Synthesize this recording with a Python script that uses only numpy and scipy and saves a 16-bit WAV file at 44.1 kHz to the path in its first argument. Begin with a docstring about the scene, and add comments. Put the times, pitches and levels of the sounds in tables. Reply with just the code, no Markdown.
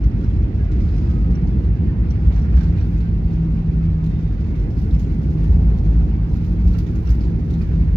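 """Window seat beside the engine of an airliner landing, heard by a phone's two microphone ports for eight seconds.
From the start the fuselage booms as filtered noise over engine, tyre and air noise, and a low sine drones.
The plastic trim rustles, rattles and squeaks, mostly on the right: noise bursts, decaying rings and gliding tones.
Near 2.5 s come the hardest thumps, swelling sines, and more air hiss; by 3.5 s the weight is on the wheels.
The drone is strongest near 4 s; coarse asphalt, low shudders and hard rattles fill the last two and a half seconds."""
import sys
import numpy as np
from scipy import signal
from scipy.fft import rfft, irfft
from scipy.io import wavfile
from scipy.ndimage import uniform_filter1d

SR = 44100
rng = np.random.default_rng(int(sys.argv[2]) if len(sys.argv) > 2 else 0)


def digitize_waveform(pressure):
    """Quantize a signal to 16-bit integers and store it at the path in sys.argv[1].

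    Rows of a 2-D input are taken as channels; values are limited to [-1, 1].
    """
    field = np.atleast_2d(pressure).T
    bounded = np.clip(field, -1, 1)
    quanta = np.round(bounded * 32767).astype(np.int16)
    wavfile.write(sys.argv[1], SR, quanta)


N = 351036
TIME = np.arange(N) / SR  # s
FREQ = np.maximum(np.arange(N // 2 + 1) * SR / N, 1)  # Hz

# how hard the runway shakes the hull: start_s, boom level_db
RUNWAY_SHAKE = [(0, -18.5), (.6, -19), (1.05, -15.5), (1.8, -18.5), (2.2, -14.5), (2.43, -17), (2.9, -17.5),
                (3.6, -20), (4.2, -18.5), (5.38, -19.5), (5.52, -17), (6.05, -15.5), (6.5, -20.5),
                (6.7, -15.5), (6.92, -23.5), (7.15, -17), (7.55, -19.5), (7.95, -16)]
# strength of the engine's roar: start_s, level_db
ENGINE_LEVEL = [(0, -28.5), (.7, -30), (1.5, -28.5), (2.6, -29.5), (3.7, -31.5), (5.6, -29), (6.3, -30.5),
                (7.3, -29.5), (7.95, -31)]
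# low boom of the hull: frequency_hz, density_db (per Hz, relative)
BOOM_SPECTRUM = [(15, -45), (24, -32), (32, -23), (43, -5.5), (51, 0.5), (63, -1.5), (78, -5.5), (95, -13),
                 (125, -29.5)]
# rumble of the cabin air: frequency_hz, density_db (per Hz, relative)
RUMBLE_SPECTRUM = [(60, -18.5), (88, -1), (104, 0), (128, -3.5), (153, -3), (180, -6.5), (230, -30.5)]
RUMBLE_OVER_ROAR_DB = 6.5


def fuselage(throb_db=1.5, throb_rate=9):
    """The runway shakes the hull into a throbbing boom; the cabin air rumbles with the engine."""
    (boom_db,), (engine_db,) = curves(RUNWAY_SHAKE), curves(ENGINE_LEVEL)
    boom = steady(diffuse(BOOM_SPECTRUM), span_s=.15)
    boom = boom * undb(boom_db + throb_db * walk(throb_rate))
    rumble = steady(diffuse(RUMBLE_SPECTRUM), span_s=0.14)
    return boom + rumble * undb(engine_db + RUMBLE_OVER_ROAR_DB)


# blows through the landing gear: start_s, peak level_db
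GEAR_BLOWS = [(.03, -8), (2.245, -4), (2.523, -2), (4.908, -8), (5.465, -12), (6.639, -5)]
THUMP_HZ = 59.6


def gear(swell_s=0.034):
    """Each blow on the wheels swells through the struts into a few cycles of the hull."""
    out = np.zeros(N)
    for start_s, level_db in GEAR_BLOWS:
        t = np.maximum(TIME - start_s, 0)
        envelope = (t / swell_s * np.exp(1 - t / swell_s)) ** 6  # one at swell_s
        out += undb(level_db) * envelope * np.sin(2 * np.pi * THUMP_HZ * t)
    return out


# shudders of the hull: middle_s, length_s, mean pitch_hz, peak level_db
HULL_SHUDDERS = [(5.601, 0.34, 54, -15), (5.968, 0.29, 52.5, -11.5), (7.162, 0.39, 60, -16)]


def shudders(waver=0.018):
    """Over uneven stretches the hull shudders at one low pitch, which wavers slightly."""
    stretch = np.cumsum(1 + waver * walk(15)) / SR
    out = np.zeros(N)
    for middle_s, length_s, pitch_hz, level_db in HULL_SHUDDERS:
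        out += undb(level_db) * swell(middle_s, length_s) * np.sin(2 * np.pi * pitch_hz * stretch)
    return out


# the low drone: start_s, mean pitch_hz, rms level_db
DRONE_PATH = [(0, 162, -36), (.95, 176, -41), (1.3, 177, -28), (1.55, 168, -32), (2.2, 160, -29.5),
              (2.42, 169, -34), (2.6, 169, -27), (3.6, 163, -23), (3.97, 161, -22.5), (4.35, 159, -30),
              (5.2, 159, -29), (5.6, 167.1, -27), (6.3, 161.7, -28), (6.55, 173.1, -29.5),
              (6.8, 172, -24.5), (7.16, 168.8, -31), (7.3, 167, -24), (7.95, 163, -25)]


def drone(waver_hz=1.304, flutter_db=1.35, firm_db=-25):
    """One unbroken low hum: firm in pitch while it is strong, wavering as it fades."""
    pitch_hz, level_db = curves(DRONE_PATH)
    # the waver is waver_hz at firm_db and widens as the level falls
    pitch = pitch_hz + waver_hz * undb(np.minimum(firm_db - level_db, 10)) * walk(22)
    gain = np.sqrt(2) * undb(level_db + flutter_db * walk(20))
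    return gain * np.sin(2 * np.pi * np.cumsum(pitch) / SR)


# spectra of engine roar, tyres on asphalt and air along the skin: frequency_hz, density_db (per Hz, relative)
ROAR_SPECTRUM = [(140, -22), (190, -1.5), (218, 0), (258, -8), (305, -5.5), (355, -13), (380, -13.5),
                 (480, -20.5), (600, -29), (900, -52.5)]
TYRE_SPECTRUM = [(400, -18), (540, -4), (630, -1.5), (740, 0), (880, -1.5), (1000, -5), (1200, -19),
                 (1800, -41.5)]
AIR_SPECTRUM = [(700, -21.5), (1100, 0.5), (1450, 2), (1750, -0.5), (2100, 0), (2650, -3.5), (3100, -11),
                (5000, -17), (8000, -42)]
# tyre rush and air hiss at the usual shake (dB), and the dB they gain per dB of shake
USUAL_SHAKE_DB = -18
TYRE_DB, TYRE_SHARE, AIR_DB, AIR_SHARE = -52, 0.32, -54.0, 0.15
# the tyres scrub as they spin up: middle, length, rise of the hiss
SCRUB_S, SCRUB_LENGTH_S, SCRUB_DB = 2.55, 0.65, 1
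# the tyres rush louder over coarse asphalt: middle, length, rise
COARSE_S, COARSE_LENGTH_S, COARSE_DB = 5.75, 1.1, 2.5
SETTLED_AIR_DB = -0.64  # the air hisses less with the weight on the wheels


def rush():
    """Engine roar, tyres on asphalt and air along the skin, each with its own turbulence."""
    (boom_db,), (engine_db,) = curves(RUNWAY_SHAKE), curves(ENGINE_LEVEL)
    shake_db = boom_db - USUAL_SHAKE_DB
    landing_db = SCRUB_DB * swell(SCRUB_S, SCRUB_LENGTH_S) + SETTLED_AIR_DB * settled()
    coarse_db = COARSE_DB * swell(COARSE_S, COARSE_LENGTH_S)
    roar = steady(diffuse(ROAR_SPECTRUM), span_s=0.39) * undb(engine_db + 0.88 * walk(25))
    tyre_db = TYRE_DB + TYRE_SHARE * shake_db + coarse_db + 0.4 * walk(30)
    tyres = diffuse(TYRE_SPECTRUM, echo_db=-29) * undb(tyre_db)
    air_db = AIR_DB + AIR_SHARE * shake_db + landing_db + .9 * walk(40)
    air = diffuse(AIR_SPECTRUM, echo_db=-24.5) * undb(air_db)
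    return roar + eddies(tyres + air, depth_db=1.68)


# rattles of loose trim: start_s, level_db (reference for clack, snap and panel rings),
# snap brightness_db (relative to level_db), main ring pitch_hz, main ring level_db
TRIM_RATTLES = [(.208, -54, -20, 3300, -59), (.298, -57, -25, 3300, -56), (.438, -65, -8, 3500, -59),
                (.544, -59, -26, 5200, -58), (0.7157, -50.5, -24, 3900, -58),
                (0.8051, -52.5, -23, 5200, -58), (.885, -60, -28.5, 4050, -52.5),
                (1.306, -52.5, -20, 5200, -62.5), (1.4715, -53.5, -28, 4700, -59),
                (1.644, -61, -25.5, 4330, -60), (2.325, -56, -21, 3900, -57), (2.38, -57, -22, 4100, -59),
                (2.5685, -50.5, -26, 4600, -53.5), (2.6075, -53, -24, 3700, -56),
                (2.632, -53, -20, 4550, -54), (2.772, -59, -22.5, 3900, -54),
                (2.798, -57.5, -21.5, 4000, -53.5), (2.826, -55.5, -16, 4450, -54),
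                (2.975, -56, -21, 6650, -61.5), (3.005, -54.5, -23, 4200, -54),
                (4.0382, -52, -16, 3700, -59), (4.0614, -53, -13, 3700, -57), (4.188, -56, -19, 5200, -65),
                (4.403, -59, -20, 5600, -59), (4.555, -53.5, -18, 3300, -56),
                (4.703, -56.5, -17, 5140, -57), (4.7685, -56, -12, 4600, -59),
                (4.7845, -52.5, -11, 5200, -58), (4.8144, -58, -15.5, 5600, -61),
                (4.908, -56.5, -17, 3750, -53.5), (4.945, -55.5, -17.5, 5660, -56),
                (4.993, -49, -15, 6400, -54), (5.0269, -55.5, -14, 6900, -63), (5.441, -51, -14, 4500, -58),
                (5.5188, -55.5, -5, 5300, -60), (6.442, -54, -15, 4300, -61), (6.6744, -51, -20, 5100, -59),
                (6.7315, -52, -18, 4300, -51.5), (6.783, -46, -12, 4700, -51),
                (6.864, -51.5, -21, 3700, -55), (6.953, -52.5, -13, 6400, -58),
                (7.0907, -50, -17, 5050, -49), (7.1054, -54, -7, 6100, -51), (7.207, -53.5, -25, 4900, -51),
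                (7.2366, -49.5, -21, 4400, -52), (7.502, -55, -11, 4050, -53),
                (7.5377, -55, -18, 3830, -50), (7.616, -51.5, -14.5, 4700, -54)]
# clack of the trim: frequency_hz, density_db (per Hz, relative)
CLACK_SPECTRUM = [(1000, -15), (2400, 3.5), (4200, -1), (5800, -1.5), (7000, -6), (8800, -21.5),
                  (14000, -33)]
# fine crackle of plastic: frequency_hz, density_db (per Hz, relative)
CRACKLE_SPECTRUM = [(5000, -19.5), (8500, -8), (11000, -1), (12700, 0.5), (15500, -4), (18000, -15)]


def rattles(chatter_db=3, bounce_s=0.0099, bounce_db=-3):
    """Loose trim clacks and snaps as it chatters, rings at its own pitch and bounces once."""
    start_s, level_db, bright_db, ring_hz, ring_db = np.transpose(TRIM_RATTLES)
    clack = diffuse(CLACK_SPECTRUM, echo_db=-19.5) * bursts(
        start_s, level_db - 6.0, rise_s=0.00089, t60_s=0.12, tail_db=-15.0, tail_t60_s=0.4)
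    snap = diffuse(CRACKLE_SPECTRUM) * bursts(
        start_s, level_db + bright_db + 0.5, rise_s=.0008, t60_s=0.076, tail_db=-17.5, tail_t60_s=.2)
    rings = panels(start_s, level_db + 0.5, t60_s=.08)
    rings = rings + main_rings(start_s, ring_db, ring_hz, t60_s=0.16, chatter_rate=1500)
    # each bounce comes one to two bounce_s later
    bounce_start_s = start_s + bounce_s * (1 + rng.random(len(start_s)))
    bounces = panels(bounce_start_s, level_db + bounce_db, t60_s=.08)
    return (clack + snap) * undb(chatter_db * walk(700)) + rings + bounces


# duller knocks of the luggage bins: start_s, level_db (of the noise; rings are set from it), initial ring pitch_hz
BIN_KNOCKS = [(.235, -52.5, 1400), (.44, -53, 2560), (.592, -54.5, 2310), (2.028, -55, 1790),
              (2.305, -49, 2130), (2.36, -52, 1690), (2.44, -51.5, 1450), (2.572, -47, 1660),
              (2.605, -47, 1544), (2.638, -50, 1390), (2.725, -53, 2420), (2.785, -52.5, 2480),
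              (2.81, -52, 1620), (6.742, -48.5, 1405), (7.07, -53, 1383), (7.607, -49, 2450)]
# dull knock of a bin: frequency_hz, density_db (per Hz, relative)
BIN_SPECTRUM = [(300, -15), (900, 1), (1450, 4), (2400, -6), (3500, -13.5), (7000, -30)]


def bins(chatter_db=2.0):
    """The luggage bins knock and clatter dully and their hollow shells ring."""
    start_s, level_db, ring_hz = np.transpose(BIN_KNOCKS)
    knock = diffuse(BIN_SPECTRUM, echo_db=-14.5) * bursts(
        start_s, level_db, rise_s=0.002, t60_s=0.15, tail_db=-11.5, tail_t60_s=0.44)
    shells = main_rings(start_s, level_db + 4.5, ring_hz, t60_s=0.19, chatter_rate=200, sag_hz=2500)
    return knock * undb(chatter_db * walk(700)) + shells


# squeaks of rubbing plastic: start_s, level_db (reference for harmonics and scrape), initial slip rate pitch_hz
PLASTIC_SQUEAKS = [(.036, -50, 1450), (.238, -55, 1360), (.641, -56.5, 1380), (.978, -52, 1420),
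                   (1.351, -50, 1427), (1.412, -58.5, 1383), (2.103, -44.5, 1432), (2.358, -51, 1430),
                   (2.416, -53, 1415), (2.447, -55, 1385), (2.564, -53, 1410), (2.606, -53, 1410),
                   (2.627, -51.5, 1415), (2.808, -54, 1432), (4.594, -52.5, 1402), (6.745, -57, 1388),
                   (7.049, -54, 1392), (7.069, -49, 1410)]


def squeaks(length_s=0.005, sag_hz=2000, rough=0.012, colour_db=1.5, harmonics_db=(-4.5, -9, -8.5, -1)):
    """Plastic sticks and slips, swelling for length_s as the pitch sags (Hz per s), each in its own colour."""
    out, t = np.zeros(N), TIME[:SR // 20]
    jitter = 1 + rough * walk(2200)
    envelope = (t / length_s * np.exp(1 - t / length_s)) ** 2
    draws = rng.standard_normal((len(PLASTIC_SQUEAKS), len(harmonics_db)))
    for (start_s, level_db, pitch_hz), draw in zip(PLASTIC_SQUEAKS, draws):
        start = int(start_s * SR)
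        near = slice(start, start + len(t))
        phase = 2 * np.pi * np.cumsum((pitch_hz - sag_hz * t) * jitter[near]) / SR
        tone = np.zeros(len(t))
        for k, harmonic_db in enumerate(harmonics_db):
            tone += undb(harmonic_db + colour_db * draw[k]) * np.sin((k + 1) * phase)
        out[near] += undb(level_db) * envelope * tone
    return out * undb(2.0 * walk(500))


def scrapes(scrape_db=-7):
    """Every squeak drags a short dry scrape with it."""
    start_s, level_db, _ = np.transpose(PLASTIC_SQUEAKS)
    return diffuse(CLACK_SPECTRUM) * bursts(
        start_s, level_db + scrape_db, rise_s=.004, t60_s=0.098, tail_db=-18.5, tail_t60_s=.25)


# spells of rubbing between trim panels: middle_s, length_s, rustle level_db, fine crackle level_db
RUBBING_SPELLS = [(.27, 0.21, -69, -88), (0.99, 0.47, -63.5, -76.5), (2.353, 0.34, -64.5, -80.5),
                  (2.65, 0.3, -63.5, -76), (2.91, 0.21, -70.5, -74.5), (3.35, 0.72, -72, -80),
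                  (4.14, 0.2, -70, -82), (4.82, 0.18, -72, -74.5), (5.249, 1, -66.5, -76.5),
                  (5.881, 0.53, -67, -78.5), (6.455, 0.41, -67.5, -75.5), (6.75, 0.35, -65, -72),
                  (7.1, 0.3, -66.5, -72), (7.68, 0.7, -67, -76)]
# rustle of the panels: frequency_hz, density_db (per Hz, relative)
RUSTLE_SPECTRUM = [(2000, -14), (3200, -2.5), (4000, -2), (5100, -2.5), (6300, -6), (7200, -11),
                   (8500, -25.5), (12000, -40.5)]
RUSTLE_DB, CRACKLE_DB = -70, -84.5  # between the spells, before the weight settles
SETTLED_RUB_DB = 1.5  # rise of this steady rubbing once the weight has settled


def chafing(grain_db=1.5, slip_db=1.57):
    """Panels rub in spells of tiny slips: a grainy rustle with a fine crackle on top."""
    load_db = SETTLED_RUB_DB * settled()
    rustle, crackle = undb(RUSTLE_DB + load_db), undb(CRACKLE_DB + load_db)
    for middle_s, length_s, rustle_db, crackle_db in RUBBING_SPELLS:
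        spell = swell(middle_s, length_s)
        rustle = np.hypot(rustle, undb(rustle_db) * spell)
        crackle = np.hypot(crackle, undb(crackle_db) * spell)
    slips = undb(grain_db * walk(600) + slip_db * walk(70))
    rustling = rustle * diffuse(RUSTLE_SPECTRUM, echo_db=-29.5)
    crackling = crackle * diffuse(CRACKLE_SPECTRUM, echo_db=-28.5)
    return slips * (rustling + crackling)


# thin whistles and peeps, plus (rows at 6.755 s and 7.08 s) a stronger second harmonic for the squeaks there:
# middle_s, length_s, mean pitch_hz, level_db
THIN_WHISTLES = [(0.625, 0.058, 1640, -45.5), (0.985, 0.38, 4960, -62), (1.18, 0.3, 1270, -49),
                 (1.53, 0.066, 3420, -64), (1.897, 0.026, 1810, -46), (3.07, .08, 1560, -48.5),
                 (4.2, 0.4, 3680, -65), (5.462, 0.05, 1815, -47), (6.755, .03, 2750, -53),
                 (7.08, .035, 2740, -52.5), (7.7, 0.09, 1680, -49.5)]


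def whistles(waver=.02, flutter_db=2.5, faint_db=-56, faint_s=0.034, low_hz=1150, high_hz=2200, count=55):
    """Thin airy tones swell and fade, unsteady in pitch and strength, among many short peeps."""
    out, stretch = np.zeros(N), np.cumsum(1 + waver * walk(900)) / SR
    peeps = []
    for when, pitch in rng.random((count, 2)):
        peeps.append((when * TIME[-1], faint_s, low_hz * (high_hz / low_hz) ** pitch, faint_db))
    for middle_s, length_s, pitch_hz, level_db in list(THIN_WHISTLES) + peeps:
        near = slice(max(int((middle_s - 2 * length_s) * SR), 0), int((middle_s + 2 * length_s) * SR))
        envelope = np.exp(-(2 * (TIME[near] - middle_s) / length_s) ** 2)
        out[near] += undb(level_db) * envelope * np.sin(2 * np.pi * pitch_hz * stretch[near])
    return out * undb(flutter_db * walk(90))


def small_ticks(count=90, mean_db=-55, spread_db=2):
    """Faint ticks of fittings all over the cabin, each a short ring of three modes."""
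    draw = rng.random((count, 2))
    level_db = mean_db + spread_db * (2 * draw[:, 1] - 1)
    return panels(draw[:, 0] * TIME[-1], level_db, low_hz=1790, high_hz=6020, t60_s=0.073, count=3)


def panels(times, dbs, low_hz=2600, high_hz=6200, t60_s=0.088, count=6):
    """Every struck panel rings briefly with a few modes of its own."""
    out, t = np.zeros(N), TIME[:SR // 8]
    for start_s, level_db, draw in zip(times, dbs, rng.random((len(times), count))):
        mode_hz = low_hz + (high_hz - low_hz) * draw[:, None]
        modes = np.sin(2 * np.pi * mode_hz * t + 2 * np.pi * rng.random((count, 1)))
        ring = modes.mean(0) * np.exp(-np.log(1000) * t / t60_s)
        start = int(start_s * SR)
        out[start:start + len(t)] += undb(level_db) * ring[:N - start]
    return ports(out)


def main_rings(times, dbs, pitches, t60_s, chatter_rate, sag_hz=0):
    """A struck part's main resonance, broadened by chatter (contacts per s), sinking as it relaxes (Hz per s)."""
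    out, t = np.zeros(N), TIME[:SR // 5]
    chatter = (walk(chatter_rate) + 1j * walk(chatter_rate)) / np.sqrt(2)
    for start_s, level_db, pitch_hz in zip(times, dbs, pitches):
        near = slice(int(start_s * SR), int(start_s * SR) + len(t))
        turn = 2j * np.pi * (pitch_hz - sag_hz * t / 2)
        ring = np.exp((turn - np.log(1000) / t60_s) * t)
        out[near] += undb(level_db) * np.real(chatter[near] * ring)
    return ports(out)


def bursts(times, dbs, rise_s, t60_s, tail_db, tail_t60_s):
    """Envelope of contacts: a quick rise, a short ring and a weak tail from the cabin."""
    t = TIME[:SR // 2]
    decay = 1000 ** (-t / t60_s) + undb(tail_db) * 1000 ** (-t / tail_t60_s)
    shape = (1 - np.exp(-t / rise_s)) * decay
    power = np.zeros(N)
    np.add.at(power, (np.asarray(times) * SR).astype(int), undb(dbs) ** 2)
    return np.sqrt(np.maximum(signal.fftconvolve(power, shape ** 2)[:N], 0))


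def eddies(pair, depth_db, size=512, count=5):
    """Turbulence: every narrow band swells and sinks on its own over a few hundredths of a second."""
    bands = signal.stft(pair, nperseg=size)[2]
    chance = uniform_filter1d(rng.standard_normal(bands.shape[1:]), count, axis=1)
    chance = uniform_filter1d(chance, 2, axis=0)
    return signal.istft(bands * undb(depth_db * unit(chance)), nperseg=size)[1][:, :N]


# likeness of the sound at the two microphone ports: frequency_hz, squared coherence (clipped to 0..1)
PORT_LIKENESS = [(60, 1.1), (130, 0.85), (300, 0.95), (500, 0.8), (800, 0.3), (1200, 0.07), (15000, -0.13)]


def diffuse(spectrum, echo_db=-60):
    """Noise from all round the cabin: long waves reach both ports alike; nearby panels comb it with echoes."""
    mid, side = rfft(rng.standard_normal((2, N)))
    alike = np.sqrt(np.clip(over_freq(PORT_LIKENESS), 0, 1))
    mid, side = mid * np.sqrt(1 + alike), side * np.sqrt(1 - alike)
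    walls = np.zeros(N)
    walls[0] = 1
    delays = rng.integers(SR // 300, SR // 50, size=12)  # 3 to 20 ms
    walls[delays] = undb(echo_db) * rng.choice([-1, 1], size=12)
    pair = irfft(np.array([mid + side, mid - side]) * rfft(walls), N)
    pair = colour(pair, spectrum)
    return ports(pair / np.sqrt(np.mean(pair.mean(0) ** 2)))


# tilt between the two microphone ports: frequency_hz, left minus right level_db
PORT_TILT = [(60, 0), (200, -2), (380, -3.5), (700, -2.5), (900, -1), (1290, -6), (2380, -13), (4400, -11),
             (8120, -19), (13000, -8)]
PORT_LAG_S = 0.00025


def ports(x):
    """Two ports of a phone: the left hears the cabin a little earlier, the right hears it brighter."""
    left = undb(over_freq(PORT_TILT))
    early_left = left * np.exp(2j * np.pi * FREQ * PORT_LAG_S)
    keep_power = np.sqrt(2 / (1 + left ** 2))
    response = np.array([early_left, np.ones(len(FREQ))]) * keep_power
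    return irfft(rfft(x) * response, N)


def steady(pair, span_s):
    """Even out swells slower than span_s and keep the quick throb."""
    return pair / np.sqrt(uniform_filter1d(pair.mean(0) ** 2, int(span_s * SR)) + 1e-9)


def swell(middle_s, length_s):
    """A smooth rise and fall, one at its middle; length_s is its width at 1/e."""
    return np.exp(-(2 * (TIME - middle_s) / length_s) ** 2)


SETTLE_S, SETTLING_S = 3.1, .12  # when the weight settles, and its time constant


def settled():
    """Share of the weight on the wheels, from zero to one."""
    return .5 + .5 * np.tanh((TIME - SETTLE_S) / SETTLING_S)


def walk(rate):
    """Slow chance: random levels held 1 / rate s and slewed twice, spread one."""
    k = max(int(SR / rate), 1)
    held = np.repeat(rng.standard_normal(N // k + 1), k)
    return unit(uniform_filter1d(uniform_filter1d(held, k), k)[:N])


def colour(x, spectrum):
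    """Filter by a spectrum that falls away steeply beyond its ends."""
    low_skirt = np.minimum(FREQ / spectrum[0][0], 1) ** 2
    high_skirt = np.minimum(spectrum[-1][0] / FREQ, 1) ** 2
    return irfft(rfft(x) * undb(over_freq(spectrum)) * low_skirt * high_skirt, N)


def over_freq(points):
    """Points joined on a log-frequency axis."""
    hz, value = np.transpose(points)
    return np.interp(np.log(FREQ), np.log(hz), value)


def curves(table):
    """Each column of a table, joined by straight lines in time."""
    start_s, *columns = np.transpose(table)
    return [np.interp(TIME, start_s, column) for column in columns]


def unit(x):
    """Scale to an rms of one."""
    return x / np.sqrt(np.mean(x ** 2))


def undb(db):
    """Decibels to gain."""
    return 10 ** (np.asarray(db) / 20)


def scene():
    """All sources at the seat; thumps, shudders and drone reach both ports alike."""
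    aircraft = fuselage() + gear() + shudders() + drone() + rush()
    fittings = rattles() + bins() + scrapes() + chafing() + small_ticks()
    tones = ports(squeaks() + whistles())
    fade_in = np.minimum(TIME / .01, 1)
    return (aircraft + fittings + tones) * fade_in


TOP_HZ = 15700


def record(dry):
    """The phone rounds the loudest peaks and cuts the top."""
    rounded = dry / (1 + (dry / .95) ** 8) ** (1 / 8)
    return signal.sosfilt(signal.ellip(8, .2, 70, TOP_HZ, fs=SR, output="sos"), rounded)


dry = scene()
out = record(dry)
digitize_waveform(out)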